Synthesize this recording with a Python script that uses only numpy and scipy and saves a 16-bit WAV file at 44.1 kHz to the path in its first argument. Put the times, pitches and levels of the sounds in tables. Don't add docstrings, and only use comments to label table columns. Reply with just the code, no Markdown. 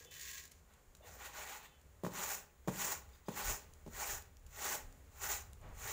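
import sys
import numpy as np
from scipy import signal
from scipy.fft import rfft, irfft, next_fast_len
from scipy.io import wavfile
from scipy.ndimage import map_coordinates

SR = 44100
rng = np.random.default_rng(int(sys.argv[2]) if len(sys.argv) > 2 else 0)


def output_pcm(signal):
    pcm = np.clip(np.atleast_2d(signal).T, -1, 1) * 32767
    wavfile.write(sys.argv[1], SR, np.round(pcm).astype(np.int16))


N = 261072

# (full flow from t/s, to t/s, tray body level/dB, its sag/dB, grain hiss level/dB)
TOSSES = [(2.168, 2.351, -48.5, 2.5, -45), (2.782, 2.923, -48, -2.5, -43.5), (3.382, 3.531, -47, 1, -43),
          (3.998, 4.139, -48, -1, -44), (4.63, 4.743, -46.5, 0, -42.5), (5.246, 5.36, -48, 0, -43),
          (5.848, 5.983, -49.5, -0.5, -45.5)]
SHAKES = [(0.702, 0.787, -74, 0, -81), (1.07, 1.11, -59, 0.3, -60), (1.138, 1.15, -69, 0.24, -59),
          (1.212, 1.285, -52, 1.1, -53.5), (1.366, 1.43, -50.5, 0, -51), (1.49, 1.565, -51, 0.46, -52),
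          (1.62, 1.675, -62, 1.2, -62.5), (3.102, 3.183, -77, 0, -74), (4.54, 4.55, -68, 0, -65),
          (5.796, 5.8, -87, 0, -74)]
# (t/s, lift/dB)
CLUMPS = [(2.238, 5.5), (2.263, 3), (2.35, 4), (2.822, 3), (2.85, 5.5), (2.886, -0.5), (2.924, 4.5),
          (4.721, 1.5)]
# (f/Hz, width/Hz, level/dB)
TRAY_MODES = [(117.5, 15, 1.5), (163.4, 41, 5.5), (225.6, 39, 6), (277, 55, 2), (414.5, 38.7, 6.5),
              (490.4, 15, 4.5), (574, 138, 1), (829, 71, 8), (1113, 190, 2), (1458, 152, 3.5),
              (1910, 178, 1), (2280, 160, 1.5), (2530, 720, -5), (4380, 1160, -9.5)]
# (f/Hz, gain/dB)
HISS_TILT = [(1500, 11), (3500, -7), (6000, 6), (11000, -1.5), (16000, 6.5)]
# (t/s, level/dB)
POUR = [(0, -56.5), (.04, -64), (.1, -77), (.115, -56), (.19, -54.5), (.22, -50.5), (.39, -50.5),
        (.43, -59), (.47, -64.5), (.5, -74), (.6, -73.5)]
# (f/Hz, width/Hz, level/dB)
POT_MODES = [(394, 8.8, 2.5), (1077, 16, 4), (1640, 33, 9.5), (1874, 103, 6.5), (2440, 790, -2),
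             (3600, 390, -0.5), (4120, 590, -1.5), (6230, 1900, -4), (16400, 2900, -5.5)]
# (t/s, push level/dB ahead of the tray, contact time/ms)
FINGERS = [(2.0355, -24, 1.44), (2.0468, -24, 1.05), (2.0488, -23, 0.61), (2.0644, -20.5, 0.8),
           (2.6753, -21.5, 1.3), (2.682, -17, 0.81), (2.6872, -34, 0.86), (2.691, -24, 0.88),
           (2.715, -40, 0.82), (3.284, -21, 0.98), (3.288, -32, 0.23), (3.863, -34.5, 1.32),
           (3.876, -34, 1.2)]
# (t/s, nominal level/dB, thin below f/Hz, rebounds t60/ms)
TICKS = [(0.048, -44, 1500, 30), (0.1108, -49, 2000, 60), (0.1412, -43, 3000, 20), (0.1492, -42, 1500, 20),
         (0.1956, -38, 2500, 30), (0.2116, -37, 3000, 40), (0.254, -40, 2000, 30), (0.3004, -39, 3000, 30),
         (0.3133, -35, 2500, 25), (0.338, -40, 3000, 20), (0.4391, -45, 4000, 30), (0.4537, -42, 1500, 30),
         (0.477, -48, 3000, 25), (0.5133, -50, 3000, 20), (0.5169, -45, 1800, 45), (0.7365, -53, 4000, 30),
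         (0.9506, -47, 1000, 25), (0.9682, -52, 5000, 25), (1.8138, -56, 1000, 25), (3.09, -56, 6000, 25),
         (3.7366, -45, 3000, 10), (4.2227, -41, 4000, 10), (4.3695, -46, 2000, 8), (4.395, -58, 4000, 10),
         (4.4645, -49, 2000, 35), (4.753, -32, 4000, 15), (4.9255, -52, 1000, 15), (5.5328, -42, 1500, 8),
         (5.614, -54, 5000, 15), (5.69, -55, 5000, 15)]
# (t/s, nominal level/dB, pitch f/Hz)
KNOCKS = [(.008, -55.5, 460), (0.054, -52.5, 480), (.086, -55, 480), (1.008, -58, 610), (1.046, -51, 510),
          (4.999, -65, 470)]
# (t/s, length/s, centre
# f/Hz, width/Hz, level/dB)
RUSTLES = [(1, 0.36, 574, 200, -65.5), (5.611, 0.19, 590, 1390, -59.5)]
# (t/s, which bangle, nominal level/dB, t60/s: short where the wrist damps it)
CLINKS = [(.055, 0, -66, 1.2), (1.02, 1, -68, .2), (1.132, 2, -64, .35), (1.645, 1, -66, .15),
          (1.687, 0, -63, .12), (1.724, 0, -70, .12), (1.752, 0, -71, .12), (3.13, 3, -70, .15),
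          (3.254, 3, -68, .3)]
# (f/Hz, level/dB)
BANGLE_MODES = [
    [(2622, -5), (3060, 0), (3478, -2)],
    [(2830, 0), (3560, -3), (3900, -4)],
    [(7332, 0), (9000, -7), (11870, -9), (13200, -9)],
    [(3343, -4), (3671, -2), (4856, 0), (6358, -4)],
]
# (f/Hz, t60/s)
WALL_DECAY = [(100, 0.85), (1000, 0.41), (8000, 0.28), (16000, 0.24)]
# (f/Hz, gain/dB)
ROOM_TONE = [(60, -54), (130, -2), (320, -14.5), (430, -9.5), (700, -15), (1900, -20), (4500, -29.5),
             (16000, -30)]
# (t/s, level/dB)
DRONE = [(0, -72), (.08, -64), (.62, -68), (.8, -74), (1.02, -62), (1.25, -60.5), (1.4, -68.5), (1.76, -69),
         (1.99, -60.5), (2.54, -72), (3.03, -59.5), (3.3, -67.5), (3.9, -59.5), (4.7, -64), (5.0, -64.5),
         (5.26, -55), (5.45, -57), (5.92, -63)]
# (t/s, length/s, level/dB, thud relative to the puff/dB)
PUFFS = [(.62, 0.088, -80, -20), (0.876, 0.071, -69, -20), (2.728, 0.068, -67, -14),
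         (3.499, 0.058, -45.5, -4.5), (3.9, 0.26, -69, -7), (4.146, 0.055, -53, -9), (4.47, 0.089, -64, 2),
         (4.87, 0.054, -53.5, -6), (5.663, 0.094, -53.5, -2), (5.9, 0.15, -54.5, -1.5)]
# (f/Hz, width/Hz, lift/dB)
PORT = [(7020, 830, 10), (14960, 760, 7.5)]

RISE_DB_PER_S, RISE_BEND_DB_PER_S2, FALL_DB_PER_S, CORNER_S = 191, 497, 300, 0.012
STRAGGLE_DB, STRAGGLE_HISS_DB, STRAGGLE_DB_PER_S = -24.5, -54.5, 54
BRIGHTEN_DB_PER_S = 26
CLUMP_DB, CLUMPS_PER_S, CLUMP_S = 1.2, 35, .005
SHIFT_DB, SHIFTS_PER_S = 1.8, 50
SHAKE_BRISK = 1.7
SHAKE_DEEP_DB, DEEP_HZ = -3, 700
ROOM_TONE_DB = -69.5
AIR_DB, AIR_GROWS_DB_PER_S = -79.5, 2.5
THUD_HZ = 85.7
HUM_S, HUM_LENGTH_S, HUM_FROM_HZ, HUM_TO_HZ, HUM_DB = 4.64, .48, 220, 280, -71
TOP_HZ = 15620


def winnowing():
    toss_body, toss_hiss = flow(TOSSES, brisk=1)
    shake_body, shake_hiss = flow(SHAKES, brisk=SHAKE_BRISK)
    hits = patter(12000, spread_db=2.5, clump_db=0.5, clump_rate=64)

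    def shifting():
        return hits * amp(SHIFT_DB * wobble(SHIFTS_PER_S))

    def hard(hz):
        return (1j * hz / (330 + 1j * hz)) ** 3

    body = 0
    for k, (hz, width_hz, db) in enumerate(TRAY_MODES):
        body = body + (-1) ** k * amp(db) * resonance(shifting(), hz, width_hz)
    body = levelled(filtered(body, hard), 700, 3000)

    pitches = np.geomspace(2500, 17000, num=14)
    kind = rng.integers(len(pitches), size=N)
    clicks = sum(resonance(shifting() * (kind == k), hz, hz / 6) for k, hz in enumerate(pitches))
    hiss = levelled(filtered(clicks, lambda hz: amp(along(HISS_TILT, hz))), 5000, 15500)

    deep = filtered(body, lambda hz: 1 / (1 + (hz / DEEP_HZ) ** 8))
    shaken = body + (amp(SHAKE_DEEP_DB) - 1) * deep
    t = np.arange(N) / SR
    heavy_db = sum(db * np.exp(-.5 * ((t - s) / CLUMP_S) ** 2) for s, db in CLUMPS)
    lumps = amp(CLUMP_DB * wobble(CLUMPS_PER_S) + heavy_db)
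    return lumps * (toss_body * body + shake_body * shaken + (toss_hiss + shake_hiss) * hiss)


def flow(moves, brisk):
    t, body, hiss = np.arange(N) / SR, 0, 0

    def past(s):
        return CORNER_S * np.logaddexp(0, s / CORNER_S)

    for start, end, body_db, sag_db, hiss_db in moves:
        before, after, hold = brisk * past(start - t), past(t - end), end - start
        rise_db = RISE_DB_PER_S * before + RISE_BEND_DB_PER_S2 * before ** 2
        held = np.clip(t - end + hold / 2, -hold / 2, hold / 2)
        slide = amp(-FALL_DB_PER_S * brisk * after)
        late = amp(-STRAGGLE_DB_PER_S * after)
        body_gain = amp(body_db - rise_db - sag_db * held / hold)
        hiss_gain = amp(hiss_db - rise_db + BRIGHTEN_DB_PER_S * held)
        body = body + body_gain * (slide + amp(STRAGGLE_DB) * late)
        hiss = hiss + hiss_gain * (slide + amp(STRAGGLE_HISS_DB) * late)
    return body, hiss


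def patter(per_second, spread_db, clump_db, clump_rate):
    draw = rng.random((3, N))
    lands = draw[0] < per_second / SR
    sign = np.sign(draw[1] - .5)
    size = amp(-spread_db * np.log(draw[2] + .004))
    return lands * sign * size * amp(clump_db * wobble(clump_rate))


def pouring():
    hits = patter(6000, spread_db=3, clump_db=1.4, clump_rate=110)

    def steel(hz):
        return modes(POT_MODES)(hz) * (1j * hz / (300 + 1j * hz))

    steady = filtered(hits, steel)
    scale = np.std(levelled(steady, 1300, 15500)) / np.std(steady)
    return scale * filtered(amp(curves(POUR)[0]) * hits, steel)


def fingers():
    push, rattle, t = np.zeros(N + SR), np.zeros(N + SR), np.arange(SR // 10) / SR
    for s, db, ms in FINGERS:
        at = round(s * SR)
        contact = np.clip(t / (ms / 1000), 0, 1)
        push[at:][:len(t)] -= amp(db) * np.sin(np.pi * contact) ** 2
        rattle[at:][:len(t)] += amp(db - 60 * t / 0.089) * rng.standard_normal(len(t))

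    def thumped(hz):
        broad = 1 + 380 / (120 + 1j * hz)
        direct = amp(-11.5) * 1j * hz / (90 + 1j * hz)
        return amp(-8.0) * modes(TRAY_MODES)(hz) * broad + direct

    def rattled(hz):
        return amp(-34.5) + amp(-22.0) * modes([(900, 1500, 0)])(hz)

    return filtered(push[:N], thumped) + filtered(rattle[:N], rattled)


def ticks():
    out, t = np.zeros(N + SR), np.arange(SR // 20) / SR
    for s, db, thin_hz, ms in TICKS:
        snap = amp(db - 9 - 60 * t / (ms / 1000)) * rng.standard_normal(len(t))
        snap[:2] += amp(db - 5)
        thin = signal.butter(2, thin_hz, "high", fs=SR, output="sos")
        out[round(s * SR):][:len(t)] += signal.sosfilt(thin, snap)
    return filtered(out[:N], lambda hz: 1.3 / (1 + 1j * hz / 8000))


def knocks():
    out, t = np.zeros(N + SR), np.arange(SR // 10) / SR
    for s, db, hz in KNOCKS:
        level = amp(db - 60 * t / 0.039) * (1 - np.exp(-t / 0.00075))
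        out[round(s * SR):][:len(t)] += level * np.sin(2 * np.pi * hz * t)
    return out[:N]


def rustles():
    out, t = np.zeros(N), np.arange(N) / SR
    for s, length, hz, width_hz, db in RUSTLES:
        band = modes([(hz, width_hz, 0)])
        rub = filtered(rng.standard_normal(N), lambda f: band(f) / (1 + (f / 2000) ** 2))
        swell = np.sin(np.pi * np.clip((t - s) / length, 0, 1) ** 0.49)
        out += amp(db) * swell * rub / rub.std()
    return out


def bangles():
    out, t = np.zeros(N + SR), np.arange(SR // 2) / SR
    for s, which, db, t60 in CLINKS:
        for hz, mode_db in BANGLE_MODES[which]:
            ring = 0
            for _ in range(3):
                ring = ring + .8 * np.sin(2 * np.pi * ((hz + rng.normal(0, 55)) * t + rng.random()))
            level = amp(db + mode_db + rng.normal(0, 2) - 60 * t / t60)
            onset = 1 - np.exp(-t / .008)
            out[round(s * SR):][:len(t)] += level * onset * ring / abs(port(hz))
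    return out[:N]


def walls(x):
    hz, t, z = signal.stft(rng.standard_normal(SR // 2), SR, nperseg=256)
    fade = amp(-60 * t / along(WALL_DECAY, hz)[:, None])
    tail = signal.istft(z * fade, SR, nperseg=256)[1]
    late = np.pad(x, (250, 0))
    return signal.fftconvolve(late, tail / np.linalg.norm(tail))[:N]


def background():
    t = np.arange(N) / SR
    white = rng.standard_normal((4, N))
    room = levelled(filtered(white[0], lambda hz: amp(along(ROOM_TONE, hz))), 75, 10000)
    room = amp(ROOM_TONE_DB + wobble(3.03)) * room

    drone = levelled(filtered(white[2], lambda hz: modes([(68, 45, 0)])(hz) ** 3), 35, 150)
    drone = amp(curves(DRONE)[0]) * drone

    fan_gain, thud_gain = amp(AIR_DB + AIR_GROWS_DB_PER_S * t), 0
    for s, length, db, thud_db in PUFFS:
        puff = amp(db) * np.exp(-2 * ((t - s) / length) ** 2)
        fan_gain = fan_gain + puff
        thud_gain = thud_gain + puff * amp(thud_db)
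    air = levelled(filtered(white[1], modes([(35, 25, 0)])), 20, 50)
    air = filtered(air, lambda hz: 1 / np.sqrt(1 + (hz / 70) ** 6))
    thud = levelled(filtered(white[3], lambda hz: modes([(THUD_HZ, THUD_HZ, 0)])(hz) ** 3), 35, 250)

    u = np.clip((t - HUM_S) / HUM_LENGTH_S, 0, 1)
    glide_hz = HUM_FROM_HZ + (HUM_TO_HZ - HUM_FROM_HZ) * np.sin(np.pi * u / 2)
    swell = np.sqrt(np.abs(np.sin(np.pi * u)))
    hum = amp(HUM_DB + wobble(30.5)) * swell * np.sin(2 * np.pi * np.cumsum(glide_hz) / SR)
    return room + fan_gain * air + drone + thud_gain * thud + hum


def port(hz):
    return 1 + sum((amp(db) - 1) * 1j * hz * w / (c * c - hz * hz + 1j * hz * w) for c, w, db in PORT)


def resonance(x, hz, width_hz):
    b, a = signal.iirpeak(hz, hz / width_hz, SR)
    return signal.lfilter(b, a, x)


def modes(table):
    def response(f):
        total = 0
        for k, (c, w, db) in enumerate(table):
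            total = total + (-1) ** k * amp(db) * 1j * f * w / (c * c - f * f + 1j * f * w)
        return total
    return response


def filtered(x, response):
    m = next_fast_len(N + SR)
    return irfft(rfft(x, m) * response(np.fft.rfftfreq(m, 1 / SR)), m)[..., :N]


def levelled(x, lo_hz, hi_hz):
    band = filtered(x, lambda hz: port(hz) * (hz > lo_hz) * (hz < hi_hz))
    return x / np.sqrt(np.mean(band ** 2))


def wobble(rate):
    knots = rng.standard_normal(int(N * rate / SR) + 4)
    return map_coordinates(knots, [np.arange(N) * rate / SR])


def curves(rows):
    s, *cols = np.transpose(rows)
    return [np.interp(np.arange(N) / SR, s, c, left=-120, right=-120) for c in cols]


def along(points, hz):
    f, v = np.transpose(points)
    return np.interp(np.log(hz + 1), np.log(f + 1), v)


def amp(db):
    return 10 ** (np.asarray(db) / 20)


def scene():
    near = winnowing() + pouring() + fingers() + ticks() + knocks() + rustles() + bangles()
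    return (near + amp(-10.5) * walls(near) + background())[None]


def record(dry):
    return filtered(dry, lambda hz: port(hz) * (hz < TOP_HZ))


dry = scene()
out = record(dry)
output_pcm(out)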